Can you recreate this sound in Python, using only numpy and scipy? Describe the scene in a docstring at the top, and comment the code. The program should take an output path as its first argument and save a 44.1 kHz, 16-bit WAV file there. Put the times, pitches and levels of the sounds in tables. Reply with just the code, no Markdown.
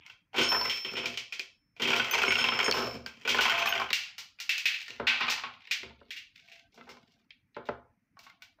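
"""Bare, echoing room: glass marbles and the steel parts of a hand grinder spill onto a thin table top.
Each contact is a short burst: board thump and knock, a clack of glass on metal, a bright tick, a brief clink.
Struck loose steel plate and knife ring on as decaying sines; bouts of random contacts make the rattle.
Later parts are set down with thuds and low hums, marbles roll in narrow board modes, fingers stir the heap.
Noise suppression patches the faint floor and ends tails early; a limiter holds the peaks down."""
import sys
import numpy as np
from scipy import signal
from scipy.fft import rfft, irfft
from scipy.io import wavfile
from scipy.ndimage import uniform_filter1d, minimum_filter1d

SR = 44100
rng = np.random.default_rng(int(sys.argv[2]) if len(sys.argv) > 2 else 0)


def master(y):
    """Save y as 16-bit WAV."""
    cut = np.clip(np.atleast_2d(y).T, -1, 1)
    pcm = np.round(cut * 32767)  # scale
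    wavfile.write(sys.argv[1], SR, pcm.astype(np.int16))


N = 379250

# Single contacts. Each row: start in seconds, clack in dB, board in dB re clack, pitch of the struck
# board spot in Hz, tick in dB re clack, clink pitch in Hz, distance in hand spans.
HITS = [(0.063, -44, -29, 1420, -3, 2150, 1.9), (0.099, -37.5, -18.5, 1530, -12, 2710, 3.1),
        (0.332, -42.5, -8, 790, -12.5, 2800, 5.6), (.343, -27, -6.5, 783, -17, 2235, 8.8),
        (.361, -20, -15, 377, -13, 2390, 13), (0.382, -10.5, -9.5, 343, -11.5, 3130, 8.1),
        (.413, -13, -15, 1497, -7, 3100, 6.3), (.518, -25.5, -4, 1030, -21.5, 2600, 2),
        (.547, -23.5, -2.5, 1030, -19, 1790, 2.6), (.613, -25.5, -5.5, 983, -16, 4600, 2.2),
        (.653, -22, -8, 1030, -32, 1996, 3.4), (0.697, -17, -34, 1030, -10, 3160, 5),
        (0.715, -32, -26.5, 1360, -10, 2590, 2.5), (.848, -23.5, -14.5, 374, -14, 3140, 4.6),
        (.888, -30, -14, 376, -26, 2600, 2.9), (.954, -24, -22.5, 1440, -29, 2460, 8.7),
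        (.968, -20.5, -13, 384, -12.5, 3040, 7), (1.032, -28, -8, 432, -18, 2540, 8.9),
        (1.057, -19.5, -19.5, 364.3, -7.5, 2400, 3.6), (1.141, -32.5, -35, 380, -9, 3120, 2.8),
        (1.174, -21.5, -24.5, 1370, -6, 2990, 3.5), (1.324, -24.5, -26.5, 1390, -8.5, 2460, 5.6),
        (1.395, -23, -25, 380, -7, 2430, 1.8), (1.765, -43, -16, 706, -14, 2420, 5.1),
        (1.798, -23.5, -10, 450, -15, 2330, 6.5), (1.82, -15, -16, 353, -10.5, 3150, 5.9),
        (1.854, -19, -13.5, 378, -23, 2564, 3.0), (1.874, -16, -10.5, 357, -12, 3100, 7.2),
        (1.931, -13, -15.5, 1440, -27.5, 2330, 2.4), (1.963, -18, -12.5, 1377, -5.5, 3120, 5),
        (1.998, -14.5, -11.5, 1485, -23, 3170, 2.3), (2.112, -26.5, -19, 1500, -14, 2510, 0.96),
        (2.138, -17, -20.5, 417, -10, 2360, 5.8), (2.218, -15, -13.5, 1330, -14.5, 2570, 4.3),
        (2.238, -17, -6.5, 1420, -26, 2490, 1.9), (2.28, -15, -8, 383, -30, 2207, 1.7),
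        (2.306, -9.5, -26.5, 407, -20, 2190, 3.2), (2.321, -11.5, -15, 1488, -11, 2330, 2.9),
        (2.355, -15, -17.5, 1420, -12, 2750, 1.3), (2.386, -13.5, -14.5, 1490, -16, 3150, 7.3),
        (2.407, -30, -22.5, 1054, -13, 2414, 2.3), (2.441, -7, -14.5, 1030, -16, 2700, 3.1),
        (2.487, -11, -12, 1030, -17.5, 3170, 1.7), (2.521, -16, -7, 1330, -28.5, 2790, 3.4),
        (2.601, -13.5, -21.5, 1030, -35, 2250, 1.26), (2.68, -23.5, 3.5, 438, -11, 1680, 3.2),
        (2.712, -15.5, -11.5, 428, -3.5, 4430, 0.64), (2.724, -14, -23.5, 1030, -10.5, 4400, 1.5),
        (2.74, -20, 0, 1030, -3.5, 2930, 4.8), (2.769, -21, -1, 1307, -4, 2920, 7),
        (3.062, -29, -12, 1568, -6.5, 4780, 2.5), (3.251, -23, -12, 457, -17.5, 2350, 4.2),
        (3.276, -17, -12, 1480, -8.5, 2550, 6.8), (3.292, -11.5, -21.5, 570, -7, 3196, 5),
        (3.346, -16, -7.5, 1030, -10, 1724, 3.3), (3.389, -12, -7, 1480, -21, 2330, 2.7),
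        (3.408, -9.5, -29.5, 1330, -5.5, 2920, 7.8), (3.482, -22.5, -7.5, 1090, -13, 2600, 1.1),
        (3.497, -13, -12, 1480, -8, 3100, 1.4), (3.504, -16, -20, 1480, -10, 2670, 1.5),
        (3.541, -16, -10, 1030, -17, 2590, 4.3), (3.577, -16, -12.5, 1030, -12.5, 2330, 6.9),
        (3.62, -19, -12, 1030, -22.5, 2370, 2.5), (3.658, -20.5, -8, 1160, -6, 1750, 2.8),
        (3.725, -23, -13, 1510, -26.5, 2950, 0.57), (3.763, -30.5, -13.5, 1430, -19, 2060, 1.1),
        (3.799, -29.5, 1.5, 1107, -4, 2350, 2.8), (3.817, -26, -0.5, 1030, -21, 2330, 2.6),
        (3.889, -34.5, -17, 1490, -18, 2900, 2.5), (3.93, -3.7, -29, 1455, -4, 2750, 2.75),
        (4.181, -32, -17, 1380, 1, 2874, 7.2), (4.388, -38, -26, 1500, -22, 2420, 4.5),
        (4.401, -29, -23, 1400, 1, 2770, 5.1), (4.493, -7.5, -39.5, 1450, -9, 2646, 4.44),
        (4.542, -26, -45.5, 1500, -22, 2720, 2.5), (4.58, -22.5, -31, 1500, -1.5, 2530, 2.7),
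        (4.656, -8, -44, 1430, -10.5, 2556, 4.4), (4.742, -23.5, -42.5, 1470, -14, 2600, 4.6),
        (4.881, -34.5, -19.5, 1430, -3.5, 1820, 3.3), (4.898, -64.5, 15.5, 257, -33, 2390, 4.2),
        (4.999, -36, 8, 577, -24.5, 2040, 2.7), (5.069, -3, -20, 1545, -18.5, 2570, 13),
        (5.21, -15.5, -11, 1033, -47, 2400, 7.3), (5.281, -23, -11, 1226, -21, 2430, 2.1),
        (5.299, -21, -27.5, 1030, 1.5, 2590, 7.2), (5.437, -25.5, -6, 1114, -30, 2510, 4),
        (5.711, -16, -36, 1470, -7, 2456, 7.6), (5.831, -34.5, -8.5, 370, -18, 2080, 2.8),
        (5.907, -53, -4.5, 900, -23, 2100, 2.1), (6.014, -70.5, 17, 570, -40, 2168, 1.3),
        (6.106, -26, -43, 1510, -10.5, 3220, 5.7), (6.163, -32, -46.5, 1495, -9, 2770, 10.7),
        (6.357, -49, -34.5, 1500, -17, 2700, 3.0), (6.394, -49.5, -23, 1500, -19.5, 2520, 3),
        (6.517, -39.5, -27.5, 755, -10, 2690, 5), (6.743, -60, -3, 790, 8, 3650, 4.3),
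        (6.776, -49.5, -0.5, 690, -16.5, 2060, 5), (6.811, -50.5, -3, 1340, -19, 2050, 1),
        (6.87, -62, 11, 807, -26, 2120, 11), (6.891, -41, -5.5, 1350, -2, 2090, 5.3),
        (6.97, -54.5, -0.5, 1020, -10.5, 2200, 1.6), (7.12, -66.5, -25, 1400, 4.5, 3300, 2.5),
        (7.306, -40, -36, 1353, -25.5, 3180, 1.9), (7.546, -46.5, -28, 1430, -21.5, 4030, 5.9),
        (7.566, -45, 9.5, 588, -41.5, 2090, 2.4), (7.655, -47, -20, 466, -7, 3840, 7.4),
        (7.67, -46.5, -14, 474, -11, 3700, 5.8), (7.689, -39, 10, 598, -33, 1995, 1.36),
        (8.17, -60.5, 9.5, 1123, -9, 2270, 3.0), (8.191, -46, -11, 683, 1, 2260, 3),
        (8.231, -51, -13.5, 680, 1.5, 2620, 8.6), (8.266, -45, -4, 1115, -15, 2170, 3.5),
        (8.299, -48.5, -16.5, 1410, -10.5, 2100, 1), (8.421, -38.5, -18, 1500, -5.5, 2260, 3.1),
        (8.587, -67, 7.5, 654, -21, 1880, 3.3)]
# Bouts of many small contacts. Each row: start and end in seconds, boom in dB re thump, tick in dB re clack,
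# then clack, knock and thump, each in dB at the start and at the end.
RATTLE_BOUTS = [(0.0, 0.143, -2.5, -23.5, -41.5, -75, -55, -80, -90.5, -82),
                (0.499, 0.837, -16.5, -5, -36.5, -48.5, -25, -68, -31.5, -66.5),
                (0.831, 1.155, 0.5, -4, -57, -58, -53, -72.5, -50, -55),
                (1.86, 2.665, -10, -11, -30, -37.5, -38, -39.5, -36.5, -44),
                (2.69, 2.972, -5.5, -5, -46, -58.5, -32, -64.5, -26, -53.5),
                (2.9, 3.263, 9.5, -8.5, -70, -59.5, -59.5, -75, -51.5, -74.5),
                (3.353, 3.924, -0.5, -14.5, -24, -47, -28, -53, -42, -55),
                (4.53, 4.858, -6.5, -8, -77, -45.5, -78, -74, -92, -77.5),
                (4.849, 4.99, 9, -10.5, -43, -58, -73.5, -67, -76, -69),
                (5.08, 5.405, 0.5, -16, -39, -46.5, -35.5, -54.5, -52, -68),
                (5.437, 5.713, -2.5, -16, -64, -57.5, -76.5, -78, -80.5, -73),
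                (5.778, 6.101, 9, -18, -59.5, -76, -71, -98, -61, -75),
                (6.309, 6.622, 1, -8, -66.5, -64, -87, -80, -88.5, -85.5),
                (6.719, 7.251, 8.5, -7, -60.5, -84, -79, -89.5, -61, -87),
                (8.248, 8.378, 0, -21.5, -67, -72, -66, -80, -92.5, -90)]
# Modes of the loose steel parts. Each row: frequency in Hz, free t60 in seconds, family index, dB in the family.
PLATE_MODES = [(5292, .9, 0, 0), (5347, 1, 1, 0), (6599, .3, 2, 0), (8590, .4, 2, -12), (11330, .7, 3, -7),
               (12022, .8, 3, 0)]
KNIFE_MODES = [(6148, .79, 0, 0), (13770, .15, 1, 0), (6420, .4, 2, 0)]
# Blows on them. Each row: start in seconds, ratio to the free ringing time, dB of each family in turn.
PLATE_BLOWS = [(.431, 0.75, -34.5, -32.5, -34.5, -79), (0.489, 1.52, -50.5, -25.5, -54, -48),
               (2.258, 1.3, -46, -32.5, -53, -56), (2.284, 0.85, -43, -42, -32.5, -56.5),
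               (2.38, 1.2, -30, -44.5, -37, -57), (2.489, .87, -36, -45.5, -57, -77.5),
               (2.644, 0.61, -31.5, -42.5, -32, -57.5), (2.734, 0.75, -30.5, -33.5, -69.5, -48.5),
               (3.064, 0.31, -50, -54.5, -64, -74), (3.663, 0.41, -51.5, -41.5, -60, -45.5),
               (6.9, 0.22, -55, -62, -70, -93)]
KNIFE_BLOWS = [(2.111, 0.51, -33.5, -30, -73), (2.22, .99, -58.5, -50, -72), (3.59, 0.46, -41, -44, -54),
               (3.69, 0.46, -56, -33.5, -38.5)]
# Touches that weaken a ringing part. Each row: start in seconds, gain in dB.
PLATE_TOUCHES = [(1.055, -8), (2.959, -10.5)]
KNIFE_TOUCHES = [(2.2, -12.5), (3.685, -7.5), (3.78, -8.5)]
# Reverberation. Each row: frequency in Hz, t60 in seconds.
ROOM_T60 = [(150, 0.11), (700, 0.42), (2200, 0.32), (5500, 0.31), (13000, 0.21)]
# Floor spectrum after the microphone, then microphone response. Each row: frequency in Hz, level in dB.
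FLOOR_SPECTRUM = [(18, -37.5), (30, 1), (296, -5.5), (364, -19.5), (754, -24.5), (2250, -15.5),
                  (3410, -36.5), (6040, -30.5), (7430, -40), (15000, -38.5)]
MIC_RESPONSE = [(30, -36.5), (52, -23), (62, -7.5), (80, -11), (3500, 5), (5000, 9.5), (7000, -0.5),
                (8800, -13.5), (10200, -17), (12000, -11), (14000, -5), (15500, -6.5)]
# Modes of the board, of the barrel and of loose parts. Each row: frequency in Hz, width in Hz, level in dB.
BOARD_BOOM = [(72.1, 5.8, -2.5), (121, 3.8, -12.5), (151.7, 11, -4), (245.4, 10, 1)]
BOARD_THUMP = [(317.6, 45, -9.5), (398.7, 42.4, 1.5), (498.6, 44, -0.5), (536, 55, -1), (689.4, 23.3, -8)]
BOARD_KNOCK = [(792, 182, 5), (1030, 110, 3), (1235, 150, 1), (1330, 83, 3.5), (1480, 300, 7.5),
               (2000, 310, -10)]
BARREL = [(1790, 1300, 5.5), (2330, 360, 5.5), (2570, 55, -6), (2625, 120, -5.5), (3170, 257, -2)]
LOOSE_PARTS = [(1740, 910, -1.5), (2350, 460, 1.5), (2620, 390, 0.5), (3300, 1980, 3)]
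# Phases: first marbles drop out, stragglers bounce, screw slides out, plate falls flat, marbles land on the
# heap, screw is set down, marbles drop off the edge, plate is lifted and set aside, fingers in the heap.
# Each row: start in seconds, then dB added to thump, boom and sparkle of each single contact.
PHASES = [(0.0, -3.5, -3.5, -1), (.9, -1, -3.5, -4), (1.7, -4.5, 0, 0), (2.6, -1, -3, 0),
          (3.4, -11, -12.5, 2), (4.8, -1.5, 0.5, -5.5), (5.05, -14.5, -8.5, 0), (5.8, 0.5, 0, 1.5),
          (8.1, -19, -3.5, 5)]
# Single marbles rolling over the board. Each row: start and end in seconds, level in dB.
ROLLS = [(3.49, 3.88, -38), (5.5, 5.7, -94), (6.406, 6.7, -69.5), (6.752, 7.24, -76.5),
         (8.145, 8.56, -77.5)]
# Narrow board modes a rolling marble keeps sounding. Each row: frequency in Hz, width in Hz, level in dB.
ROLL_MODES = [(680.4, 7, 0.5), (785, 22, -4), (1560, 15, -5), (2430, 60, -7.5), (2980, 52, -8.5),
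              (3650, 56, -15.5)]
# The hand leans on the table. Each row: start in seconds, level in dB.
LEANS = [(4.97, -42), (5.26, -50), (5.842, -42.5), (5.929, -44.5), (6.82, -52.5), (6.922, -52),
         (7.57, -51.5), (7.69, -43.5)]
# A heavy part is set down. Each row: start in seconds, level in dB.
THUDS = [(4.998, -38.5), (7.567, -38.5), (7.688, -34.5)]
# Modes of the heavy part that is set down. Each row: frequency in Hz, level in dB, t60 in seconds.
SET_DOWN_PART = [(254, -12, 0.21), (362, -7.5, 0.19), (447, 0, 0.15), (572, 0.2, 0.088), (702, -8.5, .15),
                 (852, 4.5, .1), (1012, -8.5, 0.18), (1330, -11, .1), (1500, -11.5, .12),
                 (2020, -21.5, 0.076), (2207, -15, .1), (2600, -17, 0.092)]

RATTLE_PER_S, RATTLE_SPREAD_DB, RATTLE_RISE_S = 380, 8, 0.055
BURST_STEPS = 512
TICK_HZ, SPARKLE_HZ, BURST_MS = 3600, 9000, 2.98
SPARKLE_RE_TICK_DB, RATTLE_SPARKLE_RE_TICK_DB = -19, -18.5
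CHATTER_MS, CHATTER_SHARE = 4.6, 0.98
ROOM_RADIUS_SPANS = 2.1  # echo and direct sound are equal here
CHATTER_GROWTH = 0.51  # smear exponent over distance / room radius
# A spot pitched above the even point knocks more than it thumps.
EVEN_SPOT_HZ, KNOCK_DB_PER_OCTAVE, MOST_TILT_DB, BOOM_UNDER_THUMP_DB = 512, 3.5, 9, 8
CLINK_RE_CLACK_DB, LONGEST_CLINK_T60_S = -9.5, 0.056
SPOT_RE_BOARD_DB, SPOT_T60_S = 0.5, 0.081
BARREL_EMPTY_S = 3.9
ROLL_FADE_S = 0.04
LEAN_HZ, LEAN_T60_S, LEAN_RISE_S = 72, 0.7, 0.016
ROOM_DB, RATTLE_ECHO_DB, BUILD_UP_S = -1, -1, 0.0032
FLOOR_RMS_DB = -45  # ahead of the microphone
SUPPRESS_OVER_DB, SUPPRESS_DEPTH_DB = 3, -10
LIMIT_DB, EXCESS_FALL_DB_PER_S, LOOK_AHEAD_MS = -15, 73, 6
RUMBLE_CUT_HZ, TOP_CUT_HZ = 46, 16100


def from_db(db):
    """dB to gain."""
    return 10 ** (np.asarray(db) / 20)


def rms_one(x):
    """Scale to rms 1."""
    return x / np.sqrt(np.mean(x ** 2) + 1e-20)


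def at_hz(points, hz):
    """Read a (Hz, value) table on a log frequency axis."""
    points_hz, values = np.array(points).T
    return np.interp(np.log(hz + 1), np.log(points_hz), values)


def floor():
    """Faint steady noise of room and recorder, shaped so the microphone colour leaves the floor spectrum."""
    hz = np.arange(N // 2 + 1) * SR / N
    shape = from_db(at_hz(FLOOR_SPECTRUM, hz) - at_hz(MIC_RESPONSE, hz))
    noise = irfft(rfft(rng.standard_normal(N)) * shape, N)
    return from_db(FLOOR_RMS_DB) * rms_one(noise)


def rattle_levels():
    """Each bout swells quickly, slides from first to last levels and stops; dB of the six trains."""
    t, levels = np.arange(N) / SR, np.full((6, N), -200.)
    for start, end, boom, tick, *pairs in RATTLE_BOUTS:
        inside = (t >= start) & (t < end)
        bout_t = t[inside]
        swell = 20 * np.log10(np.clip((bout_t - start) / RATTLE_RISE_S, .03, 1))
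        slides = [swell + np.interp(bout_t, [start, end], pair) for pair in np.reshape(pairs, (3, 2))]
        clack, knock, thump = slides
        ticks = clack + tick
        bout = [clack, thump + boom, thump, knock, ticks, ticks + RATTLE_SPARKLE_RE_TICK_DB]
        levels[:, inside] = np.maximum(levels[:, inside], bout)
    return levels


def rattle():
    """Random small contacts, uneven in size, each a brief burst that strikes every body in its own way."""
    born = rng.random(N) < RATTLE_PER_S / SR
    sizes = born * from_db(RATTLE_SPREAD_DB * np.minimum(rng.exponential(1, N), 3.5))
    force = signal.lfilter([1], [1, -np.exp(-1000 / (BURST_MS * SR))], sizes)
    trains = rms_one(force) * rng.standard_normal((6, N)) * from_db(rattle_levels())
    return trains * from_db([[-13.0], [-28.0], [-23.0], [-18.0], [-15.0], [-15.0]])


def burst(count, ms):
    """Rows of noise dying with time constant ms, energy 1 each."""
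    decay = np.exp(-np.arange(BURST_STEPS) / (ms * SR / 1000))
    rows = rng.standard_normal((count, BURST_STEPS)) * decay
    return rows / np.sqrt(np.sum(rows ** 2, axis=1, keepdims=True))


def echo_over_direct_db(distance_spans):
    """Direct sound falls off with distance, echo does not."""
    return 20 * np.log10(distance_spans / ROOM_RADIUS_SPANS)


def layer_levels(table):
    """dB of clack, boom, thump, knock, tick and sparkle per contact; spot pitch tilts thump against knock."""
    s, clack, board, spot_hz, tick = table.T[:5]
    starts, *added = np.transpose(PHASES)
    phase = np.maximum(np.searchsorted(starts, s) - 1, 0)
    more_thump, more_boom, more_sparkle = np.array(added)[:, phase]
    tilt = KNOCK_DB_PER_OCTAVE * np.log2(spot_hz / EVEN_SPOT_HZ)
    tilt = np.clip(tilt, -MOST_TILT_DB, MOST_TILT_DB)
    thump = board - np.maximum(tilt, 0)
    knock = board + np.minimum(tilt, 0)
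    boom = thump - BOOM_UNDER_THUMP_DB + more_boom
    sparkle = SPARKLE_RE_TICK_DB + tick + more_sparkle
    return clack + np.array([0 * clack, boom, thump + more_thump, knock, tick, sparkle])


def hits():
    """Each contact pushes the board, chatters and ticks, more smeared when far; direct and room feeds."""
    table, steps = np.array(HITS), np.arange(BURST_STEPS)
    distance = table[:, 6]
    push = steps == 0
    smear = (distance[:, None] / ROOM_RADIUS_SPANS) ** CHATTER_GROWTH
    ticks = burst(len(table), smear * BURST_MS)
    chatter = np.sqrt(CHATTER_SHARE) * burst(len(table), smear * CHATTER_MS)
    chatter = chatter + np.sqrt(1 - CHATTER_SHARE) * push
    at = np.minimum(np.round(table[:, :1] * SR).astype(int) + steps, N - 1)
    levels = layer_levels(table).T
    split = echo_over_direct_db(distance) / 2
    direct, to_room = np.zeros((2, 6, N))
    for k, force in enumerate([chatter, push, push, push, ticks, ticks]):
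        np.add.at(direct[k], at, force * from_db(levels[:, k] - split)[:, None])
        to_room[k, at[:, 0]] = from_db(levels[:, k] + split)  # the room gets plain clicks
    return direct, to_room


def ring(clicks, hz, t60_s):
    """Two-pole resonator: a unit click sets a damped sine of height 1 ringing."""
    r, w = from_db(-60 / (t60_s * SR)), 2 * np.pi * hz / SR
    return signal.lfilter([0, np.sin(w)], [1, -2 * r * np.cos(w), r * r], clicks + 1e-18)


def body(clicks, modes):
    """Parallel damped modes with alternating signs; little sounds outside their range."""
    rings = 0
    for k, (hz, width_hz, db) in enumerate(modes):
        t60_s = np.log(1000) / (np.pi * width_hz)
        rings = rings + (-1) ** k * from_db(db) * ring(clicks, hz, t60_s)
    edges_hz = [0.89 * modes[0][0], 1.433 * modes[-1][0]]
    return signal.sosfilt(signal.butter(2, edges_hz, "band", fs=SR, output="sos"), rings)


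def contacts(trains):
    """Six trains excite their bodies; the clack loses the barrel's ring once the screw is out."""
    clack, boom, thump, knock, tick, sparkle = trains
    inside = np.arange(N) < BARREL_EMPTY_S * SR
    glass = signal.butter(3, [TICK_HZ, SPARKLE_HZ], "band", fs=SR, output="sos")
    air = signal.butter(3, SPARKLE_HZ, "high", fs=SR, output="sos")
    clacks = from_db(-5.0) * body(clack * inside, BARREL)
    clacks = clacks + from_db(2.5) * body(clack * ~inside, LOOSE_PARTS)
    board = from_db(2.0) * body(thump, BOARD_THUMP) + from_db(-2.0) * body(knock, BOARD_KNOCK)
    ticks = from_db(18.0) * signal.sosfilt(glass, tick + 1e-18)
    sparkles = from_db(32.5) * signal.sosfilt(air, sparkle + 1e-18)
    return clacks + board + ticks + sparkles, from_db(3.0) * body(boom, BOARD_BOOM)


def clinks():
    """Each contact also rings briefly at its own pitches, in glass and in board; direct and room feeds."""
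    out, t = np.zeros((2, N + 4096)), np.arange(4096) / SR
    for s, db, board, spot_hz, _, clink_hz, distance in HITS:
        t60_s = LONGEST_CLINK_T60_S * min((2500 / clink_hz) ** 2.5, 1)  # high clinks die much faster
        clink = from_db(CLINK_RE_CLACK_DB - 60 * t / t60_s) * np.sin(2 * np.pi * clink_hz * t)
        spot = from_db(SPOT_RE_BOARD_DB + board - 60 * t / SPOT_T60_S) * np.sin(2 * np.pi * spot_hz * t)
        at, split = round(s * SR), echo_over_direct_db(distance) / 2
        out[:, at:at + len(t)] += from_db(db + np.array([[-split], [split]])) * (clink + spot)
    return out[:, :N]


def steel(modes, blows, touches):
    """Each blow starts every mode family at its own strength and ringing time; later touches weaken it."""
    out, t = np.zeros(N), np.arange(2 * SR) / SR
    for s, share, *levels in blows:
        at = round(s * SR)
        sound = np.zeros(len(t))
        for hz, t60_s, family, db in modes:
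            decay = from_db(levels[family] + db - 60 * t / (share * t60_s))
            sound += decay * np.sin(2 * np.pi * hz * t)
        touch_db = np.zeros(len(t))
        for touch, db in touches:
            if touch > s:
                touch_db += db * np.clip((s + t - touch) / .025, 0, 1)
        out[at:at + len(t)] += (sound * from_db(touch_db))[:N - at]
    return out


def rolling():
    """A rolling marble feeds the board's narrow modes with steady noise."""
    t, gain = np.arange(N) / SR, np.zeros(N)
    for start, end, db in ROLLS:
        gain += from_db(db) * np.clip(np.minimum(t - start, end - t) / ROLL_FADE_S, 0, 1)
    return gain * rms_one(body(rng.standard_normal(N), ROLL_MODES))


def leans():
    """A soft push sets the whole table swinging at its lowest mode."""
    t, out = np.arange(N) / SR, np.zeros(N)
    for s, db in LEANS:
        age = np.maximum(t - s, 0)
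        swell = 1 - np.exp(-age / LEAN_RISE_S)
        out += from_db(db - 60 * age / LEAN_T60_S) * swell * np.sin(2 * np.pi * LEAN_HZ * age)
    return out


def thuds():
    """Each set-down strikes every mode of the heavy part with a strength of its own."""
    s, db = np.transpose(THUDS)
    spread_db, out = rng.normal(0, 2.1, (len(s), len(SET_DOWN_PART))), np.zeros(N)
    top_db = max(level for _, level, _ in SET_DOWN_PART)
    for k, (hz, level, t60_s) in enumerate(SET_DOWN_PART):
        clicks = np.zeros(N)
        clicks[(s * SR).astype(int)] = from_db(db + level - top_db + spread_db[:, k])
        out += ring(clicks, hz, t60_s)
    return out


def room(x):
    """Reflections build up, then die at their own rate in every half octave."""
    t, edges_hz = np.arange(SR // 2) / SR, 40 * 2 ** np.arange(0, 9, .5)
    white, tail = rng.standard_normal((2, len(t))), 0
    for k, (low, high) in enumerate(zip(edges_hz, edges_hz[1:])):
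        band_filter = signal.butter(2, [low, high], "band", fs=SR, output="sos")
        band = signal.sosfilt(band_filter, white[k % 2])
        t60_s = at_hz(ROOM_T60, np.sqrt(low * high))
        decay_energy = t60_s * SR / (2 * np.log(1000))
        tail = tail + band * from_db(-60 * t / t60_s) / np.sqrt(decay_energy)
    build_up = 1 - np.exp(-(t / BUILD_UP_S) ** 2)
    return signal.fftconvolve(x, tail * build_up)[:N]


def microphone(x):
    """Minimum-phase microphone colour via the folded cepstrum: deep dip near 10 kHz, a peak above."""
    hz = np.arange(513) * SR / 1024
    cepstrum = irfft(at_hz(MIC_RESPONSE, hz) * np.log(10) / 20)
    cepstrum[1:512] *= 2
    cepstrum[513:] = 0
    return signal.fftconvolve(x, irfft(np.exp(rfft(cepstrum))))[:N]


def scene():
    """Mix direct and room sound; the steel rings join after the microphone colour."""
    direct, to_room = hits()
    thud, heap = thuds(), rattle()
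    clink, far_clink = clinks()
    near, boom = contacts(direct + heap)
    far, far_boom = contacts(to_room + from_db(RATTLE_ECHO_DB) * heap)
    far_board = from_db(4.5) * far_boom + from_db(-8.5) * thud
    echo = from_db(ROOM_DB) * room(far + from_db(-5.5) * far_clink + far_board)
    rings = steel(PLATE_MODES, PLATE_BLOWS, PLATE_TOUCHES) + steel(KNIFE_MODES, KNIFE_BLOWS, KNIFE_TOUCHES)
    struck = near + from_db(3.0) * clink + boom + echo + thud
    return (microphone(struck + rolling() + leans() + floor()) + rings)[None]


def suppressor(x):
    """Bins near the steady noise level are turned down, so tails end early and the floor turns patchy."""
    _, _, bins = signal.stft(x, SR, nperseg=1024, noverlap=768)
    power = uniform_filter1d(np.abs(bins) ** 2, size=3, axis=1)
    noise = np.percentile(power, 8, axis=1, keepdims=True) * from_db(2 * SUPPRESS_OVER_DB)  # power: dB doubled
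    gain = np.maximum(1 - noise / (power + 1e-20), from_db(SUPPRESS_DEPTH_DB))
    return signal.istft(bins * gain, SR, nperseg=1024, noverlap=768)[1][:N]


def limiter(x):
    """Gain drops just ahead of loud peaks by 0.8 of the excess, then climbs back at a steady rate."""
    ahead = int(LOOK_AHEAD_MS * SR / 1000)
    ramp = EXCESS_FALL_DB_PER_S * np.arange(N) / SR
    over_db = np.maximum(20 * np.log10(np.abs(x) + 1e-9) - LIMIT_DB, 0)
    held_db = np.maximum.accumulate(over_db + ramp) - ramp
    early_db = -minimum_filter1d(-held_db, 2 * ahead + 1)  # running maximum
    return x * from_db(-.8 * uniform_filter1d(early_db, ahead))


def record(dry):
    """Suppress noise, hold peaks down, cut rumble and top steeply."""
    held = limiter(suppressor(dry[0]))
    held = signal.sosfilt(signal.butter(4, RUMBLE_CUT_HZ, "high", fs=SR, output="sos"), held)
    return signal.sosfilt(signal.cheby2(20, 70, TOP_CUT_HZ, fs=SR, output="sos"), held[None])


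dry = scene()
out = record(dry)
master(out)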